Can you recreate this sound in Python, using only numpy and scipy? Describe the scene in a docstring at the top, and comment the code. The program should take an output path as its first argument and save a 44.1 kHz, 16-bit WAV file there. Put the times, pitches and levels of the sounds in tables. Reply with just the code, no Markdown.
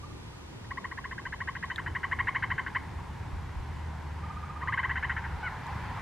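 """Spring woods near a distant road. A treefrog trills twice, then gives one falling chirp.
Each pulse is a rasp and a short upward slur through its throat and vocal sac; the trunks throw it back.
A second frog calls farther off. A vehicle slowly draws nearer, over hiss and soft buffets of air.
At first a camera's zoom motor hisses faintly, then stops with a tick."""
import sys
import numpy as np
from scipy import signal
from scipy.fft import rfft, irfft
from scipy.io import wavfile
from scipy.ndimage import uniform_filter1d

SR = 44100
rng = np.random.default_rng(int(sys.argv[2]) if len(sys.argv) > 2 else 0)


def output_pcm(signal):
    """Save a mono or channel-first signal as 16-bit PCM at the path in sys.argv[1].

    Samples are clipped to [-1, 1] before scaling.
    """
    pcm = np.clip(np.atleast_2d(signal).T, -1, 1) * 32767
    wavfile.write(sys.argv[1], SR, np.round(pcm).astype(np.int16))


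N = 265173
TIME_S = np.arange(N) / SR
NOISE_BINS_HZ = np.fft.rfftfreq(2048, 1 / SR)

# Near frog, a long trill and a short one. Each row: start in seconds, level in dB,
# hoarseness (rasp share, 0-1), top pitch in Hz, overtone offset in dB.
TRILL_PULSES = [(0.64, -52, 0.18, 1084, 1), (0.706, -36, 0.084, 1134, -4.5),
                (0.771, -35.1, 0.058, 1151, -4.5), (0.841, -35, 0.13, 1125, -2.1),
                (0.911, -38, 0.14, 1120, -3), (0.974, -37.5, 0.26, 1100, -5),
                (1.04, -37.0, 0.17, 1088, -1.1), (1.11, -38.5, 0.27, 1091, -2),
                (1.179, -39.5, 0.31, 1106, 0), (1.252, -36.5, 0.26, 1102, -2), (1.323, -37, 0.28, 1079, -1),
                (1.402, -35, 0.16, 1123, 0), (1.474, -33, 0.25, 1108, -1.8), (1.551, -38, 0.31, 1071, -0.5),
                (1.625, -34.5, 0.21, 1108, -0.7), (1.7, -35, 0.3, 1068, 0), (1.78, -34.5, 0.39, 1098, -2),
                (1.861, -35, 0.37, 1068, -2.5), (1.949, -32.5, 0.24, 1115, 1),
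                (2.031, -31.5, 0.27, 1141, -0.5), (2.113, -29.5, 0.21, 1114, -0.7),
                (2.188, -28, 0.21, 1117, -0.8), (2.27, -28, 0.18, 1109, -1), (2.347, -29, 0.17, 1120, 0.2),
                (2.423, -30, 0.27, 1102, -0.5), (2.501, -30, 0.2, 1097, -0.8),
                (2.579, -31, 0.283, 1094, -1), (2.663, -36, 0.44, 1097, 0.0),
                (2.748, -29, 0.21, 1110, -1.5), (4.611, -38.5, 0.05, 1120, -7.5),
                (4.672, -32, 0.091, 1119, -3.5), (4.722, -30.5, 0.17, 1106, 0.5),
                (4.774, -29.5, 0.27, 1107, -2.5), (4.83, -30.5, 0.2, 1103, -2.2),
                (4.893, -32, 0.28, 1090, 1), (4.956, -33.5, 0.33, 1082, 0.7), (5.026, -32, 0.3, 1067, 0),
                (5.095, -32.5, 0.46, 1074, 3), (5.165, -36, 0.59, 990, -10), (5.239, -41.5, 1.0, 1140, 1.8)]
# Throat and vocal sac response. Each row: frequency in Hz, gain in dB.
THROAT_RESPONSE = [(600, -38), (800, -29), (930, -5.5), (1070, 5.5), (1200, 1), (1360, 1.5), (1560, 7.5),
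                   (1780, 0), (1910, 6.5), (2150, 3.5), (2330, -12), (2680, -14.5), (3090, -13.5),
                   (3300, -29.5), (4050, -27), (4600, -60), (5500, -70)]


def near_frog(jitter=0.017, shimmer=0.042, lock_s=0.0026, rasp_db=-8, grit_db=-16.5, attack_s=0.00053):
    """Each pulse locks from rasp into a rising tone; the second harmonic yields to the fundamental."""
    # Pulses lengthen along a trill. Each row: time in seconds, pulse length in seconds.
    pulse_lengths = [(.7, 0.02), (.91, 0.02), (1.1, 0.026), (1.8, 0.027), (2.3, 0.028), (2.75, 0.028),
                     (4.61, 0.034), (4.67, 0.0274), (4.76, 0.035), (5.1, .035), (5.24, 0.04)]
    # Each row: share of the slur, share of the top pitch.
    slur_curve = [(0, .65), (.2, .81), (.38, 0.84), (.7, 0.97), (.85, 0.96), (1, 1)]
    out, croak = np.zeros(N), rasp()
    order = np.arange(1, 6)[:, None]
    waver, flutter = drift(N, 500), drift(N, 500)
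    for start_s, level_db, hoarse, top_hz, overtone_db in TRILL_PULSES:
        length_s, = follow(pulse_lengths, start_s)
        u = np.linspace(0, 1, int(length_s * SR))
        now = slice(int(start_s * SR), int(start_s * SR) + len(u))
        slur = ramp(u, 0.488 * hoarse)  # starts inside the rasp
        hz = top_hz * follow(slur_curve, slur)[0] * (1 + jitter * waver[now])
        closing_at = np.clip(0.7 + 0.1 * (level_db + 30), .3, .9)  # a harder push holds overtones longer
        closing = ramp(u, closing_at) ** 1.75
        second_db = overtone_db + 2 - 15.5 * closing
        upper_db = overtone_db - 1 + 11 * hoarse - 6.5 * closing
        gains = amp(colour(THROAT_RESPONSE, order * hz) + second_db * (order == 2) + upper_db * (order > 2))
        tone = unit((gains * np.sin(order * phase_rad(hz))).sum(0)) * (1 + shimmer * flutter[now])
        locked = .5 + .5 * np.tanh((u - 0.73 * hoarse) * length_s / lock_s)
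        rasp_gain = (1 - locked) * amp(rasp_db) + locked * (1 - closing) * amp(grit_db)
        voice = locked * tone + amp(21.5 * hoarse) * rasp_gain * croak[now]
        pressure = (1 - np.exp(-u * length_s / attack_s)) * np.tanh((1 - u) * 14) ** 2
        leak = amp(-10 * hoarse * u ** 2)  # a hoarse pulse loses air
        add(out, start_s, amp(level_db) * unit(voice * pressure * leak))
    return out


def rasp(slap_hz=500, uneven=.25, onset_s=.0013, band_hz=(1050, 3800), sac_hz=1700, sac_width_hz=380):
    """Uneven vocal cord slaps open each pulse, ringing the sac and throat."""
    slaps = np.zeros(N)
    gaps_s = np.exp(uneven * rng.standard_normal((len(TRILL_PULSES), 18))) / slap_hz
    for (start_s, *_), row in zip(TRILL_PULSES, gaps_s):
        slaps[((start_s + onset_s + np.cumsum(row) - row[0]) * SR).astype(int)] = 1
    slaps = signal.sosfilt(signal.butter(2, band_hz, "bandpass", fs=SR, output="sos"), slaps)
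    slaps += amp(6) * resonate(slaps, sac_hz, sac_width_hz)
    hz = np.fft.rfftfreq(N, 1 / SR)
    treble_db = 3 * np.clip(hz / 1000 - 2, 0, 1)
    croak = irfft(rfft(slaps) * amp(colour(THROAT_RESPONSE, hz) + treble_db), N)
    return croak / np.sqrt(np.sum(croak ** 2) / (gaps_s.sum() * SR))  # rms 1 while the cords slap


def chirp(start_s=5.4305, length_s=0.057, pitch_hz=746, sag=0.204, jitter=0.0081, shimmer=.08):
    """One lower note through the same throat: it swells, then sags in pitch and dies."""
    out, u = np.zeros(N), np.linspace(0, 1, int(length_s * SR))
    order = np.arange(1, 6)[:, None]
    hz = pitch_hz * (1 - sag * u ** 5.1) * (1 + jitter * drift(len(u), 400))
    level_db = -37.5 + 5 * np.exp(-((u - 0.62) / 0.25) ** 2)
    gains = amp(colour(THROAT_RESPONSE, order * hz) - order)  # tilt: -1 dB per harmonic
    voice = (gains * np.sin(order * phase_rad(hz))).sum(0) * (1 + shimmer * drift(len(u), 400))
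    add(out, start_s, amp(level_db) * unit(voice) * signal.windows.tukey(len(u), .08))
    return out


def far_frog(pulse_s=0.0293, rise=0.097, octave_db=-20, jitter=0.006):
    """Slightly uneven trills; distance leaves little but each pulse's rising fundamental."""
    # Each row: start, end and pulse period in seconds, first level in dB, slope in dB/s, pitch in Hz.
    trills = [(0.027, .135, .072, -46.5, -78, 1175), (.25, .6, 0.073, -61, -6, 1240),
              (4.228, 4.72, .0651, -43.5, 0.5, 1219)]
    out, u = np.zeros(N), np.linspace(0, 1, int(pulse_s * SR))
    for start_s, end_s, period_s, first_db, db_per_s, pitch_hz in trills:
        for at_s in np.arange(start_s, end_s, period_s):
            phase = phase_rad(pitch_hz * (1 + rise * (u - .5) + jitter * drift(len(u), 200)))
            pulse = unit(np.sin(np.pi * u) * (np.sin(phase) + amp(octave_db) * np.sin(2 * phase)))
            level_db = first_db + db_per_s * (at_s - start_s) - rng.standard_normal()
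            add(out, at_s, amp(level_db) * pulse)
    return out


def with_echoes(x):
    """The call, its echoes off the ground and nearest trunks, and narrow tones that linger."""
    # Each row: delay in seconds, gain in dB.
    echoes = [(.00366, -27), (.00463, -27.5), (.00575, -23), (.00632, -14.5), (0.0136, -17)]
    # Each row: frequency in Hz, bandwidth in Hz, gain in dB.
    lingering_tones = [(1560, 45, -5), (1933, 19.5, -5.5), (3040, 25, 8.5)]
    out = x.copy()
    for delay_s, db in echoes:
        add(out, delay_s, amp(db) * x)
    for hz, width_hz, db in lingering_tones:
        out += amp(db) * resonate(x, hz, width_hz)
    return out


def woods(x, gap_s=.022, taps_per_s=2500, early_db=2, early_s=0.038, width=0.21):
    """Scattering off many trunks: a short gap, a dense cluster, a faint long tail."""
    # Each row: frequency in Hz, t60 in seconds, relative level in dB.
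    decay_bands = [(500, 0.4, -10), (1000, 0.39, 1.5), (1700, 0.63, -1.5), (1950, 0.27, 1), (2150, 0.25, 4),
                   (2580, 0.82, -6.5), (3150, 0.81, 0.5), (10000, 0.52, 1)]
    t = np.arange(SR) / SR
    taps = rng.standard_normal((2, SR)) * (rng.random((2, SR)) < taps_per_s / SR) * (t > gap_s)
    hz, age_s, bins = signal.stft(taps * (1 + amp(early_db) * np.exp(-t / early_s)), SR, nperseg=256)
    t60_s, tint_db = follow(decay_bands, hz[:, None])
    tails = signal.istft(bins * amp(tint_db - 60 * age_s / t60_s), SR, nperseg=256)[1]
    middle, side = signal.fftconvolve(x[None], tails / np.linalg.norm(tails[0]), axes=1)[:, :N]
    return np.array([middle + width * side, middle - width * side])


def road(engine_hz=79.1, slowing_from_s=2.5, slowing_hz_per_s=1.7, octave_db=-15):
    """The vehicle's approach lifts the tyre roar and, less, the rumble; its engine slows."""
    # Each row: time in seconds, level in dB.
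    engine_levels = [(.5, -52), (2.5, -49.5), (3.2, -47), (3.35, -40.5), (5.3, -41.5), (6.01, -48.5)]
    tyre_levels = [(0, -54.5), (1.5, -52.5), (2.3, -48), (4.5, -46.5), (5.8, -40)]
    # Each row: frequency in Hz, relative density in dB.
    rumble_spectrum = [(20, -30), (35, -14.5), (60, -1), (100, 1), (130, -3), (170, -7.5), (220, -16.5),
                       (300, -29.5), (600, -31.5), (1500, -74)]
    tyre_spectrum = [(200, -12), (450, -9.5), (620, -12), (800, 1), (950, 4.5), (1200, -4.5), (1600, -5),
                     (2000, -6.5), (2600, -14.5), (4000, -23), (8000, -35.5), (15000, -42.5)]
    # Each row: frequency in Hz, left-right correlation.
    tyre_likeness = [(300, 0.27), (900, 1), (2000, 0.85), (4000, 0.62), (8000, 0.11)]
    phase = phase_rad(engine_hz - slowing_hz_per_s * np.maximum(TIME_S - slowing_from_s, 0))
    note = unit(np.sin(phase) + amp(octave_db) * np.sin(2 * phase))
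    engine = amp(follow(engine_levels, TIME_S)[0]) * note
    roar_db, = follow(tyre_levels, TIME_S)
    rumble_db = -41.5 + 0.27 * (roar_db - roar_db.mean())
    rumble = amp(rumble_db) * noise(rumble_spectrum, likeness=0.99, patchy_db=1.06)
    tyres = amp(roar_db) * noise(tyre_spectrum, colour(tyre_likeness, NOISE_BINS_HZ))
    return engine + rumble + tyres


def zoom_motor(level_db=-53, stop_s=1.72, run_down_s=.02):
    """Motor hiss drives the two microphone ports in antiphase until the lens stops."""
    # Each row: frequency in Hz, relative density in dB.
    motor_spectrum = [(400, -7), (1000, -7), (2500, -2), (4500, -6.5), (8000, -13.5), (11500, -19),
                      (15000, -25)]
    running = .5 - .5 * np.tanh((TIME_S - stop_s) / run_down_s)
    return amp(level_db) * running * noise(motor_spectrum, likeness=-1)


def lens_ticks(attack_s=0.00054, scrape_s=0.0027):
    """Small snaps of the lens ring a few short modes, with a trace of scraping."""
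    # Each row: start in seconds, peak in dB, phase between ports in radians, tilt in dB/octave.
    snaps = [(1.656, -43, 1.75, 12), (1.7598, -26, 1.1, 1), (5.668, -39, 2, 16)]
    # Each row: frequency in Hz, relative level in dB, t60 in seconds.
    lens_modes = [(1790, 0, 0.043), (3320, -9, 0.031), (3653, 13, 0.0062), (7377, 0, 0.003),
                  (12433, -22, 0.0033)]
    out, t = np.zeros((2, N)), np.arange(SR // 40) / SR
    for start_s, peak_db, apart_rad, db_per_octave in snaps:
        ring = sum(amp(db + db_per_octave * np.log2(hz / 4000) - 60 * t / t60_s)
                   * np.sin(2 * np.pi * hz * t) for hz, db, t60_s in lens_modes)
        scrape = 0.15 * rng.standard_normal(len(t)) * np.exp(-t / scrape_s)
        tick = (ring + scrape) * (1 - np.exp(-t / attack_s))
        analytic = signal.hilbert(amp(peak_db) * tick / abs(tick).max())
        for port, shift_rad in zip(out, (apart_rad / 2, -apart_rad / 2)):
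            add(port, start_s, (analytic * np.exp(1j * shift_rad)).real)
    return out


def air(buffet_hz=55, lead_rad=0.37):
    """Even hiss of air and microphone; soft low buffets reach the left port first."""
    # Each row: start in seconds, length in seconds, level in dB.
    buffets = [(3.312, 0.066, -33), (3.387, 0.06, -41), (3.523, 0.12, -35), (3.644, 0.19, -45),
               (5.331, 0.077, -41)]
    # Each row: time in seconds, level in dB.
    hiss_levels = [(0, -46.5), (5, -51), (6.01, -50.5)]
    # Each row: frequency in Hz, relative density in dB.
    hiss_spectrum = [(40, -43), (200, 3.5), (350, 2.5), (600, -6), (1000, -8.5), (2000, -16), (4000, -20),
                     (7000, -25.5), (10000, -31), (13000, -38.5), (15500, -45)]
    # Each row: frequency in Hz, left-right correlation.
    hiss_likeness = [(500, 0.057), (2000, 0.028), (6000, 0.58)]
    pushes = np.zeros((2, N))
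    for start_s, length_s, level_db in buffets:
        n = int(length_s * SR)
        phase = phase_rad(buffet_hz * (1 + 0.23 * drift(n, 40)))
        for port, shift_rad in zip(pushes, (lead_rad, -lead_rad)):
            add(port, start_s, amp(level_db) * np.hanning(n) * np.sqrt(2) * np.sin(phase + shift_rad))
    hiss = noise(hiss_spectrum, colour(hiss_likeness, NOISE_BINS_HZ), patchy_db=0.8)
    return pushes + amp(follow(hiss_levels, TIME_S)[0]) * hiss


def noise_suppressor(x, strength=2.6, floor_db=-4):
    """Turns down bins that stand little above their usual level, most while the lens zooms."""
    # Each row: time in seconds, share of the dB cut applied.
    depth_curve = [(1.6, 0.78), (1.75, 0.21)]
    _, t, bins = signal.stft(x, SR, nperseg=512)
    power = blur((abs(bins) ** 2).mean(0), 3, 2)
    usual = np.median(power[:, t < depth_curve[0][0]], axis=1, keepdims=True)
    gain = np.maximum(power / (power + strength * usual + 1e-20), amp(floor_db))
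    depth, = follow(depth_curve, t)
    return signal.istft(bins * gain ** depth, SR, nperseg=512)[1][:, :N]


def noise(spectrum, likeness, patchy_db=1.0):
    """Coloured stereo noise, rms 1, its level wandering in small patches of time and frequency."""
    a, b, c, d, patches = rng.standard_normal((5, N // 512 + 5, len(NOISE_BINS_HZ)))
    gain = amp(colour(spectrum, NOISE_BINS_HZ) + patchy_db * unit(blur(patches, 8, 14)))
    middle, side = np.sqrt(1 + likeness) * (a + 1j * b), np.sqrt(1 - likeness) * (c + 1j * d)
    bins = np.array([middle + side, middle - side]) * gain
    return unit(signal.istft(bins.transpose(0, 2, 1), nperseg=2048, noverlap=1536)[1][:, :N])


def drift(n, hz):
    """Smooth random wander, rms about 1, bandwidth hz."""
    lowpass = np.exp(-(np.fft.rfftfreq(SR, 1 / SR) / hz) ** 2)
    return np.resize(unit(irfft(rfft(rng.standard_normal(SR)) * lowpass, SR)), n)


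def amp(db):
    """Decibels to gain."""
    return 10 ** (np.asarray(db) / 20)


def unit(x):
    """Scales to rms 1."""
    return x / np.sqrt(np.mean(x ** 2) + 1e-20)


def phase_rad(hz):
    """Running phase of a pitch curve."""
    return 2 * np.pi * np.cumsum(hz) / SR


def ramp(u, start):
    """0 until u = start, rising to 1 at u = 1."""
    return np.clip((u - start) / (1 - start), 0, 1)


def resonate(x, hz, width_hz):
    """One resonance, unity gain at its peak."""
    return signal.lfilter(*signal.iirpeak(hz, hz / width_hz, fs=SR), x)


def blur(grid, rows, columns):
    """Moving average along both axes."""
    return uniform_filter1d(uniform_filter1d(grid, rows, axis=0), columns, axis=1)


def colour(points, hz):
    """Reads a spectrum on a log-frequency axis."""
    points_hz, values = np.transpose(points)
    return np.interp(np.log(hz + 1), np.log(points_hz), values)


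def follow(rows, at):
    """Interpolates each later column against the first."""
    place, *columns = np.transpose(rows)
    return [np.interp(at, place, column) for column in columns]


def add(mix, start_s, sound):
    """Mixes a sound in at start_s."""
    part = mix[max(round(start_s * SR), 0):][:len(sound)]
    part += sound[:len(part)]


def scene(near_wet_db=-12.5, far_wet_db=-8, near_left_db=0.7, far_right_db=1.5):
    """Near frog slightly left, far frog right; road and air all around."""
    near, far = near_frog() + chirp(), far_frog()
    frogs = with_echoes(near) * amp([[near_left_db], [-near_left_db]])
    frogs += far * amp([[-far_right_db], [far_right_db]])
    reverb = woods(amp(near_wet_db) * near + amp(far_wet_db) * far)
    return frogs + reverb + zoom_motor() + lens_ticks() + road() + air()


def record(dry):
    """The camera's noise suppressor, then its band limit."""
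    cutoff_hz = 15450
    lowpass = signal.firwin(511, cutoff_hz, window=("kaiser", 9), fs=SR)
    return signal.oaconvolve(noise_suppressor(dry), lowpass[None], "same")


dry = scene()
out = record(dry)
output_pcm(out)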